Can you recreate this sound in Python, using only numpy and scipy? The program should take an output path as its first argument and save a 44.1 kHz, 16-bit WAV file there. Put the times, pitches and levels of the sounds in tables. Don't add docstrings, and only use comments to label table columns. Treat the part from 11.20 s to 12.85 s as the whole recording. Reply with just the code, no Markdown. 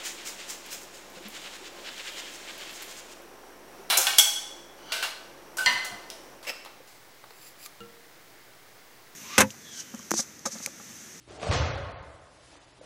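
import sys
import numpy as np
from scipy import signal
from scipy.fft import rfft, irfft
from scipy.io import wavfile
from scipy.ndimage import uniform_filter1d

SR = 44100
rng = np.random.default_rng(int(sys.argv[2]) if len(sys.argv) > 2 else 0)


def field_ratio(decibels):
    return 10 ** (np.asarray(decibels, dtype=float) / 20)


def materialize(psi):
    bounded = np.clip(np.atleast_2d(psi).T, -1, 1)
    quanta = np.round(bounded * 32767).astype(np.int16)
    wavfile.write(sys.argv[1], SR, quanta)


N = 72765

# (frequency [Hz], density [dB])
HISS_SPECTRUM = [(25, 2.5), (60, 5), (130, 1.5), (220, -8.5), (330, -6), (600, -10), (2500, -11),
                 (10800, -14.5), (12000, -24)]
# (time [s], effort [dB], tautness [0-1])
ARM_THROW = [(.072, -59, 0.1), (.100, -48, 0), (.185, -52, 0.95), (.197, -50.5, 1), (.201, -46, 0.5),
             (.214, -41.5, 0.7), (.233, -35.5, 0), (.255, -37.5, 0.4), (.283, -36.5, 0.36),
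             (.300, -37, 0.03), (.330, -42.5, 0.4)]
# (time [s], effort [dB], tautness [0-1])
JACKET_SNAP = [
    (.3085, -49.5, 0.2),
    (.3110, -27.5, 0.15),
    (.322, -31, 0.33),
    (.328, -29.5, 0.7),
    (.331, -28, 0.9),
    (.345, -28.5, 0.6),
    (.355, -31.5, 0.8),
    (.361, -34.5, 1),
    (.385, -37.5, 0.94),
    (.410, -54.5, 0.2),
]
# (time [s], effort [dB], tautness [0-1])
SOFT_STEP = [(1.10, -65, 0.3), (1.22, -60, 0.66), (1.30, -58, 0.61), (1.34, -54, 0.6), (1.37, -58, 0.45),
             (1.39, -65, 0.4), (1.45, -65, 0.96), (1.52, -71.5, 0.4), (1.60, -59.5, 0.25),
             (1.625, -57.5, 0.3), (1.66, -49, 0.3)]
# (frequency [Hz], density [dB])
LOOSE_CLOTH = [(71, -9), (120, -11), (503, -10.5), (584, -4), (654, -7.5), (1010, -14.5), (6520, -27),
               (10800, -36), (14100, -59), (22000, -120)]
# (frequency [Hz], density [dB])
FAST_SLEEVE = [(120, -41), (200, -27), (749, -6.5), (930, -20), (1160, -20), (1610, -27), (8440, -22.5),
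               (10800, -36.5), (14100, -75), (22000, -120)]
# (frequency [Hz], density [dB])
JACKET_SLAP = [(120, -30), (200, -12), (323, -6), (1140, -3.5), (5850, -19.5), (7200, -22), (7670, -63),
               (8050, -44), (9000, -25), (11700, -49), (19800, -120)]
# (frequency [Hz], density [dB])
TAUT_CLOTH = [(120, -33), (200, -8.5), (1030, -7), (1190, -11.5), (1830, -12), (3200, -13), (6240, -14.5),
              (9000, -21.5), (11700, -40), (19800, -120)]
# (frequency [Hz], density [dB])
TROUSER_BRUSH = [(120, -34), (200, -16), (397, -11), (623, -12), (724, -9), (1460, -8), (10800, -8),
                 (14100, -31), (22000, -120)]
# (time [s], peak level [dB], pitch [Hz], length [s])
CLOTH_FLAPS = [(.079, -42, 340, 0.0013), (.110, -38, 360, 0.0017), (.1905, -41, 445, 0.0037),
               (.200, -42, 600, .0015), (.2322, -28.5, 676, 0.0014), (.2715, -24.5, 635, 0.0011),
               (.2835, -29.5, 680, 0.0019), (.3135, -26, 551, 0.0041), (.2335, -35, 1134, 0.0028),
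               (.250, -38, 447.7, 0.018), (.322, -36.5, 1166, 0.0046), (1.331, -50, 800, 0.0011),
               (1.597, -52, 400, .0007), (1.3555, -43, 1020, 0.00058), (1.5895, -44.5, 456, 0.00057),
               (1.6155, -39.5, 560, 0.0024), (1.627, -54, 551, 0.0045)]
# (time [s], peak level [dB], pitch [Hz], length [s])
CREASE_CRACKS = [(.1995, -35, 3000, 0.00018), (0.217, -32, 2500, 0.00018), (.2305, -29, 2600, 0.00029),
                 (0.29, -32.5, 2510, 0.00027), (0.315, -29.5, 3000, 0.00027), (0.334, -28.5, 3600, .0002),
                 (0.351, -30, 2530, 0.00017), (0.364, -27, 3020, 0.00034), (0.514, -34, 590, 0.0035),
                 (0.762, -36.5, 735, 0.0013), (0.444, -34, 1333, 0.0037), (0.579, -36, 1460, 0.0018)]
# (time [s], peak level [dB], pitch
# [Hz], length [s])
HEEL_THUDS = [(.3042, -16.5, 92, 0.0067), (.2925, -31, 191, 0.0043), (.335, -33, 125, 0.0014),
              (.350, -29.5, 120, 0.011), (.366, -23.5, 85, 0.0065), (.385, -34.5, 137, 0.0087),
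              (.4005, -30, 130, 0.0023), (0.409, -19, 100, 0.0061), (.436, -23.5, 85, 0.016),
              (.472, -25, 96, 0.0061), (.500, -28.5, 126, 0.011), (.512, -38, 62, 0.01),
              (0.536, -31, 112.6, 0.007), (.565, -27.5, 90, 0.0058), (.590, -40, 64.5, 0.0095),
              (.606, -32, 101, 0.0036), (.637, -33, 90, 0.0069), (.665, -37, 82, 0.0069),
              (0.687, -38.5, 100, 0.011), (.742, -41.5, 72, 0.0091), (.775, -44, 107, 0.0062),
              (.812, -38, 77, 0.004), (.888, -46.5, 69.5, 0.019), (.948, -46, 72.4, 0.0078)]
# (frequency [Hz], density [dB])
FLOOR_BOOM = [(12, -47), (20, -20), (38, -15.5), (67, -0.5), (81, -9.5), (138, -2.5), (182, -17.5),
              (260, -21.5), (340, -54), (570, -120)]
# (frequency [Hz], time to fall 60 dB [s])
HALL_DECAY = [(150, 1.07), (500, 1.656), (1000, 1.645), (1700, 1.554), (2500, 1.16), (5000, 0.9),
              (9000, 0.37)]
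# (time [s], peak level [dB], pitch
# [Hz], length [s])
WALL_ECHOES = [(.320, -30, 1134, 0.0049), (.350, -31.5, 730, 0.0057), (.380, -36, 620, 0.002),
               (.465, -33, 750, 0.0062), (.476, -34.5, 542, 0.0058), (.538, -33.5, 545, 0.0043),
               (.560, -33.5, 780, 0.0046), (.590, -37, 554, 0.0093), (.642, -41, 540, 0.0088),
               (.682, -39.5, 524, 0.0053), (.700, -39.5, 700, 0.0038), (.415, -37.5, 1400, 0.0058),
               (.505, -39, 1430, 0.0091), (.660, -43, 1404, 0.0044), (.720, -49, 1280, .005),
               (.775, -43, 720, 0.0054), (.425, -37.5, 1520, 0.0033), (.460, -41.5, 1750, .004),
               (.545, -41, 1690, .004), (.620, -44, 1640, .004), (.270, -38.5, 167, .008),
               (.330, -33.5, 153, 0.0074), (.700, -48.5, 188, 0.0068), (.830, -50, 177, 0.0059),
               (1.020, -55, 75, 0.016), (1.335, -58, 62, .014)]
# (frequency [Hz], density [dB])
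SIDE_GRIT = [(6000, -44), (8000, -19), (10000, -8), (11000, -12.5)]
# (frequency [Hz], threshold [dB])
DROPOUT_THRESHOLD = [(1500, -30), (3000, -13), (5000, -6), (7000, -2), (9000, 1), (11000, 1)]
# (time [s], added threshold [dB])
DROPOUT_DEPTH = [(0, 0), (.24, 0), (.30, 1.5), (.54, 2), (.57, 2.5), (.62, 1), (.67, 3), (.82, 2), (.86, 0),
                 (1.37, 0), (1.40, 6), (1.43, 0), (1.58, 0), (1.605, 5), (1.63, 0)]
# (start time [s], edge [Hz])
TREBLE_EDGE = [(0, 11500), (.093, 7500), (.105, 11500), (.185, 8000), (.197, 10800), (.255, 9700),
               (.278, 9000), (.298, 6300), (.312, 9100), (.345, 8500), (.372, 7500), (.396, 6300),
               (.408, 7600), (.442, 6500), (.455, 7500), (.488, 6500), (.543, 11500), (.563, 5000),
               (.572, 11500), (.72, 4900), (.775, 5700), (.785, 6700), (.812, 5700), (.825, 11500),
               (1.6, 7800), (1.613, 11500)]
# (start [s], end [s], low edge [Hz], high edge [Hz])
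TREBLE_ISLANDS = [
    (.355, .405, 8950, 9250),
    (.435, .465, 10400, 10700),
    (.50, .545, 10550, 10800),
]


def evened(x):
    return x / np.sqrt(np.mean(x ** 2) + 1e-20)


def read(points, hz):
    f, value = np.transpose(points)
    return np.interp(np.log(hz + 1), np.log(f + 1), value, left=value[0] - 20)


def colour(x, points):
    response = field_ratio(read(points, np.fft.rfftfreq(len(x), 1 / SR)))
    return evened(irfft(rfft(x) * response, len(x)))


def wavelets(rows):
    t = np.arange(N) / SR
    total = np.zeros(N)
    for s, db, hz, wide in rows:
        bell = np.exp(-.5 * ((t - s) / wide) ** 2)
        total += field_ratio(db) * bell * np.cos(2 * np.pi * hz * (t - s))
    return total


def room_noise():
    t = np.arange(N) / SR
    duct_hz, duct_width_hz = 306, 29
    r = np.exp(-np.pi * duct_width_hz / SR)
    poles = [1, -2 * r * np.cos(2 * np.pi * duct_hz / SR), r * r]
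    duct = field_ratio(-69) * evened(signal.lfilter([1], poles, rng.standard_normal(N)))
    hiss = field_ratio(-60.5) * colour(rng.standard_normal(N), HISS_SPECTRUM)
    hum = field_ratio(-67.5) * np.sin(2 * np.pi * 120 * t)
    return hiss + duct + hum


def cloth(move, loose, taut):
    creases_per_s, crease_spread_db, crease_share = 2500, 3, 0.46
    s, effort_db, tautness = np.transpose(move)
    t = np.arange(N) / SR
    fibres, sign_source = rng.standard_normal((2, N))
    sizes = field_ratio(crease_spread_db * np.minimum(rng.exponential(1, N), 3))
    creases = sizes * (rng.random(N) < creases_per_s / SR) * np.sign(sign_source)
    drive = (1 - crease_share) * fibres + crease_share * evened(creases)
    tension = np.clip(np.interp(t, s, tautness), 0, 1)
    level = field_ratio(np.interp(t, s, effort_db, left=-120, right=-120))
    return level * ((1 - tension) * colour(drive, loose) + tension * colour(drive, taut))


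def cloth_snaps():
    return wavelets(CLOTH_FLAPS) + wavelets(CREASE_CRACKS)


def heel_on_floor():
    t = np.arange(N) / SR
    strike_s = HEEL_THUDS[0][0]
    since = np.maximum(t - strike_s, 0)
    flex_start_s, load_rise_s = .08, .02
    flex = field_ratio(-61) + field_ratio(-36) * np.exp(np.minimum(t - strike_s, 0) / load_rise_s)
    flex = flex * (since == 0) * (t > flex_start_s)
    boom_rise_s, boom_t60_s, boom_db = 0.026, 1.53, -35
    swell = (1 - np.exp(-since / boom_rise_s)) * field_ratio(boom_db - 60 * since / boom_t60_s)
    return wavelets(HEEL_THUDS) + colour(rng.standard_normal(N), FLOOR_BOOM) * (swell + flex)


def hall(x):
    first_echo_s, build_s, spacing = .008, 0.016, 20
    taps = np.zeros(N)
    at = np.arange(round(first_echo_s * SR), N - spacing, spacing)
    taps[at + rng.integers(0, spacing, len(at))] = rng.choice([-1., 1.], len(at))
    hz, t, z = signal.stft(taps, SR, nperseg=256)
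    band_hz, band_t60 = np.transpose(HALL_DECAY)
    t60 = np.interp(np.log(hz + 1), np.log(band_hz), band_t60)
    envelope = (1 - np.exp(-t / build_s)) * field_ratio(-60 * t / t60[:, None])
    tail = signal.istft(z * envelope, SR, nperseg=256)[1]
    return signal.fftconvolve(x, tail / np.linalg.norm(tail))[:N]


def blended_hall(x):
    turn_hz = 21.93
    turn = np.pi * turn_hz * np.arange(N) / SR
    return sum(hall(x * np.sqrt(2 / 3) * np.cos(turn + k * np.pi / 3)) for k in range(3))


def wall_echoes():
    return wavelets(WALL_ECHOES)


def patchy(x):
    kept_share, band_bins = .3, 12
    hz, t, z = signal.stft(x, SR, window="cosine", nperseg=2048, noverlap=1024)
    on = rng.random((len(t), len(hz) // band_bins + 1)) < kept_share
    on = on.T.repeat(band_bins, axis=0)[:len(hz)]
    return signal.istft(z * on, SR, window="cosine", nperseg=2048, noverlap=1024)[1][:N]


def channel_difference(mid):
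    copy = field_ratio(-29) * uniform_filter1d(np.roll(mid, 200), size=28)
    grit = field_ratio(-67.5) * colour(rng.standard_normal(N), SIDE_GRIT)
    return patchy(copy + grit)


def scene():
    uniform = cloth(ARM_THROW, LOOSE_CLOTH, FAST_SLEEVE)
    uniform = uniform + cloth(JACKET_SNAP, JACKET_SLAP, TAUT_CLOTH)
    uniform = uniform + cloth(SOFT_STEP, LOOSE_CLOTH, TROUSER_BRUSH)
    snaps = cloth_snaps()
    direct = uniform + snaps + heel_on_floor()
    reflected = field_ratio(-2.5) * blended_hall(uniform) + field_ratio(-6) * hall(snaps) + wall_echoes()
    mid = direct + reflected + room_noise()
    side = channel_difference(mid)
    return np.array([mid + side, mid - side])


def treble_dropouts(x):
    band_spread_db, frame_spread_db, band_bins = 5.5, 2.5, 16
    hz, t, z = signal.stft(x, SR, window="cosine", nperseg=2048, noverlap=1024)
    power = abs(z.mean(0)) ** 2
    band = uniform_filter1d(uniform_filter1d(power, size=24, axis=0), size=3, axis=1)
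    blocks = rng.standard_normal((len(t), len(hz) // band_bins + 1))
    blocks = blocks.T.repeat(band_bins, axis=0)[:len(hz)]
    frame_db = frame_spread_db * rng.standard_normal(len(t)) + np.interp(t, *np.transpose(DROPOUT_DEPTH))
    threshold_db = read(DROPOUT_THRESHOLD, hz)[:, None] + band_spread_db * blocks + frame_db
    kept = z * (power > band * field_ratio(2 * threshold_db))
    return signal.istft(kept, SR, window="cosine", nperseg=2048, noverlap=1024)[1][:, :N]


def treble_ceiling(x):
    rim_hz, leak_db = 10880, -26
    hz, t, z = signal.stft(x, SR, nperseg=512, noverlap=384)
    s, edge = np.transpose(TREBLE_EDGE)
    edge_now = edge[np.searchsorted(s, t, "right") - 1]
    keep = (hz[:, None] < edge_now) | (hz[:, None] > rim_hz)
    for start, end, low_hz, high_hz in TREBLE_ISLANDS:
        in_band = ((hz > low_hz) & (hz < high_hz))[:, None]
        keep = keep | in_band & (t > start) & (t < end)
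    return signal.istft(z * np.maximum(keep, field_ratio(leak_db)), SR, nperseg=512, noverlap=384)[1][:, :N]


def low_pass(x):
    return signal.sosfilt(signal.butter(12, 11070, fs=SR, output="sos"), x)


def record(dry):
    low_cut_hz, high_cut_hz = 23, 11060
    rise = (np.fft.rfftfreq(N, 1 / SR) / low_cut_hz) ** 4
    bass_cut = irfft(rfft(dry) * rise / (1 + rise), N)
    lowpass = signal.firwin(1023, high_cut_hz, window=("kaiser", 10), fs=SR)
    limited = signal.oaconvolve(bass_cut, lowpass[None], "same")
    mix = treble_ceiling(treble_dropouts(limited))
    return low_pass(mix)


dry = scene()
out = record(dry)
materialize(out)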